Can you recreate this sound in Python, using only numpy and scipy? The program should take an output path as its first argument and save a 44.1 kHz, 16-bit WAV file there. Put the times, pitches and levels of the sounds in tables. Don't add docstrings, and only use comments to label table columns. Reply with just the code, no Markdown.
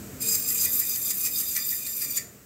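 import sys
import numpy as np
from scipy import signal
from scipy.fft import rfft, irfft
from scipy.io import wavfile

SR = 44100
rng = np.random.default_rng(int(sys.argv[2]) if len(sys.argv) > 2 else 0)


def field_ratio(decibels):
    return 10 ** (np.asarray(decibels, dtype=float) / 20)


def waveform_to_disk(signal):
    frames = np.transpose(np.atleast_2d(signal))
    scaled = np.clip(frames, -1, 1) * 32767
    samples = np.round(scaled).astype(np.int16)
    wavfile.write(sys.argv[1], SR, samples)


N = 108045


def rms_one(x):
    return x / np.sqrt(np.mean(np.abs(x) ** 2) + 1e-20)


def in_time(rows):
    s, *columns = np.transpose(rows)
    return [np.interp(np.arange(N) / SR, s, c) for c in columns]


def drift(rate_hz):
    pole = np.exp(-40 * np.pi * rate_hz / SR)
    noise = rng.standard_normal(N // 20 + 2002)
    slow = signal.lfilter([1], [1, -2 * pole, pole * pole], noise)[2000:]
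    return np.interp(np.arange(N) / 20, np.arange(len(slow)), rms_one(slow))


def complex_drift(rate_hz):
    return drift(rate_hz) + 1j * drift(rate_hz)


def bin_hz():
    return np.arange(N // 2 + 1) * SR / N


def coloured(x, spectrum):
    hz, db = np.transpose(spectrum)
    gain_db = np.interp(np.log(np.maximum(bin_hz(), 1)), np.log(hz), db)
    return rms_one(irfft(rfft(x) * field_ratio(gain_db), N))


def patchy(x, patchy_db, top_db):
    spec, hz, out = rfft(x), bin_hz(), 0
    edges_hz = np.r_[0, 1000 * 2 ** np.arange(0, 4.1, 1 / 3), SR]
    for low, high in zip(edges_hz, edges_hz[1:]):
        band = irfft(spec * ((hz >= low) & (hz < high)), N)
        out = out + band * field_ratio(patchy_db * drift(11.3) + (top_db if low > 10000 else 0))
    return out


# t/s, level/dB, top treble/dB (its mean is removed)
FEED = [(0.215, -26.5, -7.5), (0.357, -19.5, -6), (0.367, -28.5, -5), (0.417, -29, -7), (0.495, -24, -4.5),
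        (0.555, -26.5, -4.5), (0.659, -19, -5), (0.665, -29, -2.5), (0.715, -33, 3), (0.741, -23, -1.5),
        (0.775, -26.5, 1), (0.803, -20, -2), (0.819, -30, -8.5), (0.895, -25.5, -1.5), (0.945, -29.5, -1),
        (0.957, -33, -15), (0.973, -33.5, 0.5), (1.115, -22.5, -6), (1.127, -31.5, -3), (1.237, -25, -4.5),
        (1.259, -21, -7), (1.297, -33.5, -2), (1.413, -19.5, -7.5), (1.423, -30.5, 0), (1.533, -27.5, -5.5),
        (1.561, -25.5, -1.5), (1.617, -31, -4.5), (1.731, -29.5, -0.5), (1.837, -33, -5),
        (1.995, -31, -1.5), (2.023, -26.5, -5.5), (2.083, -30, -8), (2.111, -30.5, -3.5),
        (2.161, -29.5, -4), (2.171, -22, -7), (2.19, -27, -10.5)]
FLUTTER_DB, WHINE_DB, CHIPS_DB = 1.45, -4.5, -3
BITE_S, BITE_RISE_S, EXIT_S, EXIT_FALL_S = 0.209, 0.0068, 2.185, 0.0059


def teeth():
    level_db, top_db = in_time(FEED)
    top_db = top_db - top_db.mean()
    turn = tooth_phase()
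    whining = field_ratio(WHINE_DB) * whine(turn, top_db)
    squealing = squeal(turn)
    hissing = field_ratio(CHIPS_DB) * chips(turn, top_db)
    pressed = field_ratio(level_db + FLUTTER_DB * drift(52.0)) * (whining + hissing)
    t = np.arange(N) / SR
    bite = np.clip((t - BITE_S) / BITE_RISE_S, -30, 0)
    leave = np.clip((EXIT_S - t) / EXIT_FALL_S, -30, 0)
    return np.exp(bite + leave) * (pressed + squealing)


# t/s, f/Hz
SPEED = [(.22, 1239), (.4, 1237), (.7, 1227), (.95, 1218), (1.12, 1218), (1.3, 1235), (1.5, 1220),
         (1.62, 1208), (1.8, 1221), (2.0, 1212), (2.1, 1191), (2.19, 1179)]
TOOTH_WOBBLE = .002


def tooth_phase():
    rate_hz, = in_time(SPEED)
    return 2 * np.pi * np.cumsum(rate_hz * (1 + TOOTH_WOBBLE * drift(9.0))) / SR


# multiple of tooth rate, relative level/dB
TEETH = [(1, -28), (5, -10.5), (6, -2.5), (7, -7.5), (8, -11), (9, -12), (10, -4), (11, -6), (12, -1.5),
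         (13, -6.5)]
WHINE_SWELL_DB = 2


def whine(turn, top_db):
    total = 0
    for k, db in TEETH:
        level_db = db + WHINE_SWELL_DB * drift(15.6) + (top_db if k > 8 else 0)
        total = total + field_ratio(level_db) * multiple(turn, k)
    return rms_one(total)


# t/s, roughness/0-1
ROUGHNESS = [(.2, .4), (.4, .55), (.7, .85), (2.0, .9), (2.15, 1)]
WHINE_WANDER_HZ, SKIRT_DB, SKIRT_HZ = 18, -1, 150


def multiple(turn, k):
    rough, = in_time(ROUGHNESS)
    blur = complex_drift(WHINE_WANDER_HZ * k ** .25)
    skirt = field_ratio(SKIRT_DB) * complex_drift(SKIRT_HZ)
    waver = np.sqrt(1 - rough) + np.sqrt(rough / 2) * (blur + skirt)
    tone = np.exp(1j * (round(k) * turn + rng.uniform(0, 2 * np.pi)))
    return rms_one(np.real(waver * tone))


# t/s, level of multiple 2/dB, of 3/dB, of 4/dB (before flicker)
SQUEAL = [(0.215, -50, -56, -41), (0.263, -46.5, -48, -51), (0.301, -43, -54, -36), (0.423, -56, -64, -50),
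          (0.483, -54, -56.5, -42), (0.561, -49, -57, -51), (0.599, -60, -53, -33), (0.665, -44, -59, -43),
          (0.693, -62, -58, -41.5), (0.769, -48, -49, -43), (0.813, -48, -65, -48),
          (0.885, -60, -49, -42.5), (0.967, -54, -53, -39.5), (0.979, -55, -61, -62),
          (1.027, -63, -58, -53), (1.061, -56, -45, -41), (1.111, -58, -48, -39.5), (1.143, -66, -58, -56),
          (1.269, -45.5, -47.5, -36), (1.303, -64, -68, -48), (1.357, -62, -41.5, -34.5),
          (1.441, -58, -53, -50.5), (1.489, -51, -50, -44), (1.523, -62, -59, -41.5),
          (1.577, -48, -53, -42.5), (1.655, -58, -53, -38), (1.875, -52.5, -53.5, -54.5),
          (1.929, -62, -57, -46), (1.991, -49, -56, -53), (2.023, -47, -63, -39.5),
          (2.127, -53, -61, -48.5), (2.19, -37, -42.5, -39)]
SQUEAL_FLICKER_DB = 2


def squeal(turn):
    total = 0
    for k, db in enumerate(in_time(SQUEAL), start=2):
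        total = total + field_ratio(db + SQUEAL_FLICKER_DB * drift(11.0)) * multiple(turn, k)
    return total


# f/Hz, relative density/dB per Hz
CHIPS = [(530, -42), (900, -32.5), (2250, -18), (2420, -14), (3150, -20), (4150, -14), (4860, -8.5),
         (5480, -11.5), (7310, -0.5), (10400, -8.5), (12000, 3.5), (16000, -3.5)]
CHIPS_GATE, CHIPS_PATCHY_DB = 0.44, 1.64


def chips(turn, top_db):
    noise = rng.standard_normal(N)
    strikes = noise * np.exp(CHIPS_GATE * np.cos(turn) + 0.18 * drift(370.0))
    return rms_one(patchy(coloured(strikes, CHIPS), CHIPS_PATCHY_DB, top_db))


def joint_shape(at_s, level_db, rise_s, fall_s):
    t, out = np.arange(N) / SR, 0
    for s, db in zip(at_s, level_db):
        out = out + field_ratio(db) * np.exp(np.where(t < s, (t - s) / rise_s, (s - t) / fall_s))
    return out


# tear envelope peak/dB, ring push peak/dB
JOINT = [(-26, -49.5), (-27, -46.5), (-19, -38), (-30, -42), (-16, -48), (-21.5, -47.5), (-21, -45),
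         (-40, -48), (-16, -36), (-26, -42.5), (-26, -47), (-19.5, -43), (-20.5, -41)]
FIRST_JOINT_S, LOOP_S, RING_LAG_S = .353, .1517, 0.0036


def joint():
    at_s = FIRST_JOINT_S + LOOP_S * np.arange(len(JOINT))
    tear_db, ring_db = np.transpose(JOINT)
    return tear(at_s, tear_db) + ring(at_s + RING_LAG_S, ring_db)


# f/Hz, relative density/dB per Hz
TEAR = [(1000, -39), (2000, -21), (3200, -21.5), (5000, -11), (7300, -5), (10300, -11), (12500, -9.5),
        (15500, -15.5), (17000, -3)]
JOINT_RISE_S, JOINT_FALL_S, TEAR_GRAIN, TEAR_PATCHY_DB = 0.0087, 0.0044, 0.44, 3.18


def tear(at_s, level_db):
    grit = rng.standard_normal(N) * np.exp(TEAR_GRAIN * drift(150.0))
    noise = patchy(coloured(grit, TEAR), TEAR_PATCHY_DB, 0)
    return noise * joint_shape(at_s, level_db, JOINT_RISE_S, JOINT_FALL_S)


# f/Hz, relative level/dB, T60/s
STEEL = [(1180, -16, .06), (1350, -14, .06), (1812, -3, .07), (1890, -7, .05), (1965, 0, .08),
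         (2080, -6, .05), (2331, -5, .07), (3560, -9, .06)]
RING_PUSH_S = 0.018


def ring(at_s, level_db):
    push, out = joint_shape(at_s, level_db, RING_PUSH_S / 2, RING_PUSH_S), 0
    for hz, db, t60_s in STEEL:
        r, w = field_ratio(-60 / (t60_s * SR)), 2 * np.pi * hz / SR
        shake = push * rng.standard_normal(N) * field_ratio(db - 24.5) + 1e-18
        out = out + signal.lfilter([0, np.sin(w)], [1, -2 * r * np.cos(w), r * r], shake)
    return out


ROOM_T60_S, ROOM_TOP_T60_S, WALL_CUT_HZ = .31, .2, 7900


def room(x):
    t = np.arange(SR // 2) / SR
    white = rng.standard_normal(len(t)) * (t > .008)
    low = signal.sosfilt(signal.butter(1, WALL_CUT_HZ, fs=SR, output="sos"), white)
    tail = low * field_ratio(-60 * t / ROOM_T60_S) + (white - low) * field_ratio(-60 * t / ROOM_TOP_T60_S)
    return signal.fftconvolve(x, tail / np.sqrt(np.sum(tail ** 2)))[:N]


# f/Hz, initial level re rumble level/dB, width/Hz
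HUM = [(85, -13, 15), (130.5, -10.5, 13.5), (204.6, -11.5, 13), (265, -9.5, 18), (446.4, -11, 7.6)]
HUM_FADE_DB_PER_S = 2.5


def hums():
    t, total = np.arange(N) / SR, 0
    for hz, db, width_hz in HUM:
        tone = np.real(complex_drift(width_hz / 2) * np.exp(2j * np.pi * hz * t))
        total = total + field_ratio(db - HUM_FADE_DB_PER_S * t) * tone
    return total


# f/Hz, relative density/dB per Hz
RUMBLE = [(15, -48), (32, -38), (60, -7.5), (157, -8), (200, -6.5), (416, -13), (545, -16), (695, -17),
          (800, -28.5), (1290, -21.5), (2480, -26), (3520, -31.5), (5500, -27.5), (7710, -20.5),
          (10000, -32.5), (13000, -23), (17000, -28)]
# t/s, level/dB, hiss lift above the bass/dB
RUMBLE_LEVEL = [(0.0, -40.5, -1.5), (0.37, -43, -1), (0.42, -46.5, 2), (0.77, -45.5, 1), (0.82, -48, 1.5),
                (1.32, -48, -0.5), (1.85, -51, 1), (2.22, -48, 0.5), (2.45, -53, 2)]
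HISS_FROM_HZ = 390


def rumble():
    level_db, hiss_db = in_time(RUMBLE_LEVEL)
    humming = hums()
    noise = coloured(rng.standard_normal(N), RUMBLE)
    hiss = irfft(rfft(noise) * (bin_hz() > HISS_FROM_HZ), N)
    return field_ratio(level_db) * (noise + (field_ratio(hiss_db) - 1) * hiss + humming)


ROOM_DB = -8.5


def scene():
    saw = teeth() + joint()
    return (saw + field_ratio(ROOM_DB) * room(saw) + rumble())[None]


def low_pass(x):
    return signal.sosfilt(signal.butter(12, 16660, fs=SR, output="sos"), x)


CUTOFF_HZ = 15740


def record(dry):
    cut = irfft(rfft(dry) * (bin_hz() < CUTOFF_HZ), N)
    return low_pass(cut)


dry = scene()
out = record(dry)
waveform_to_disk(out)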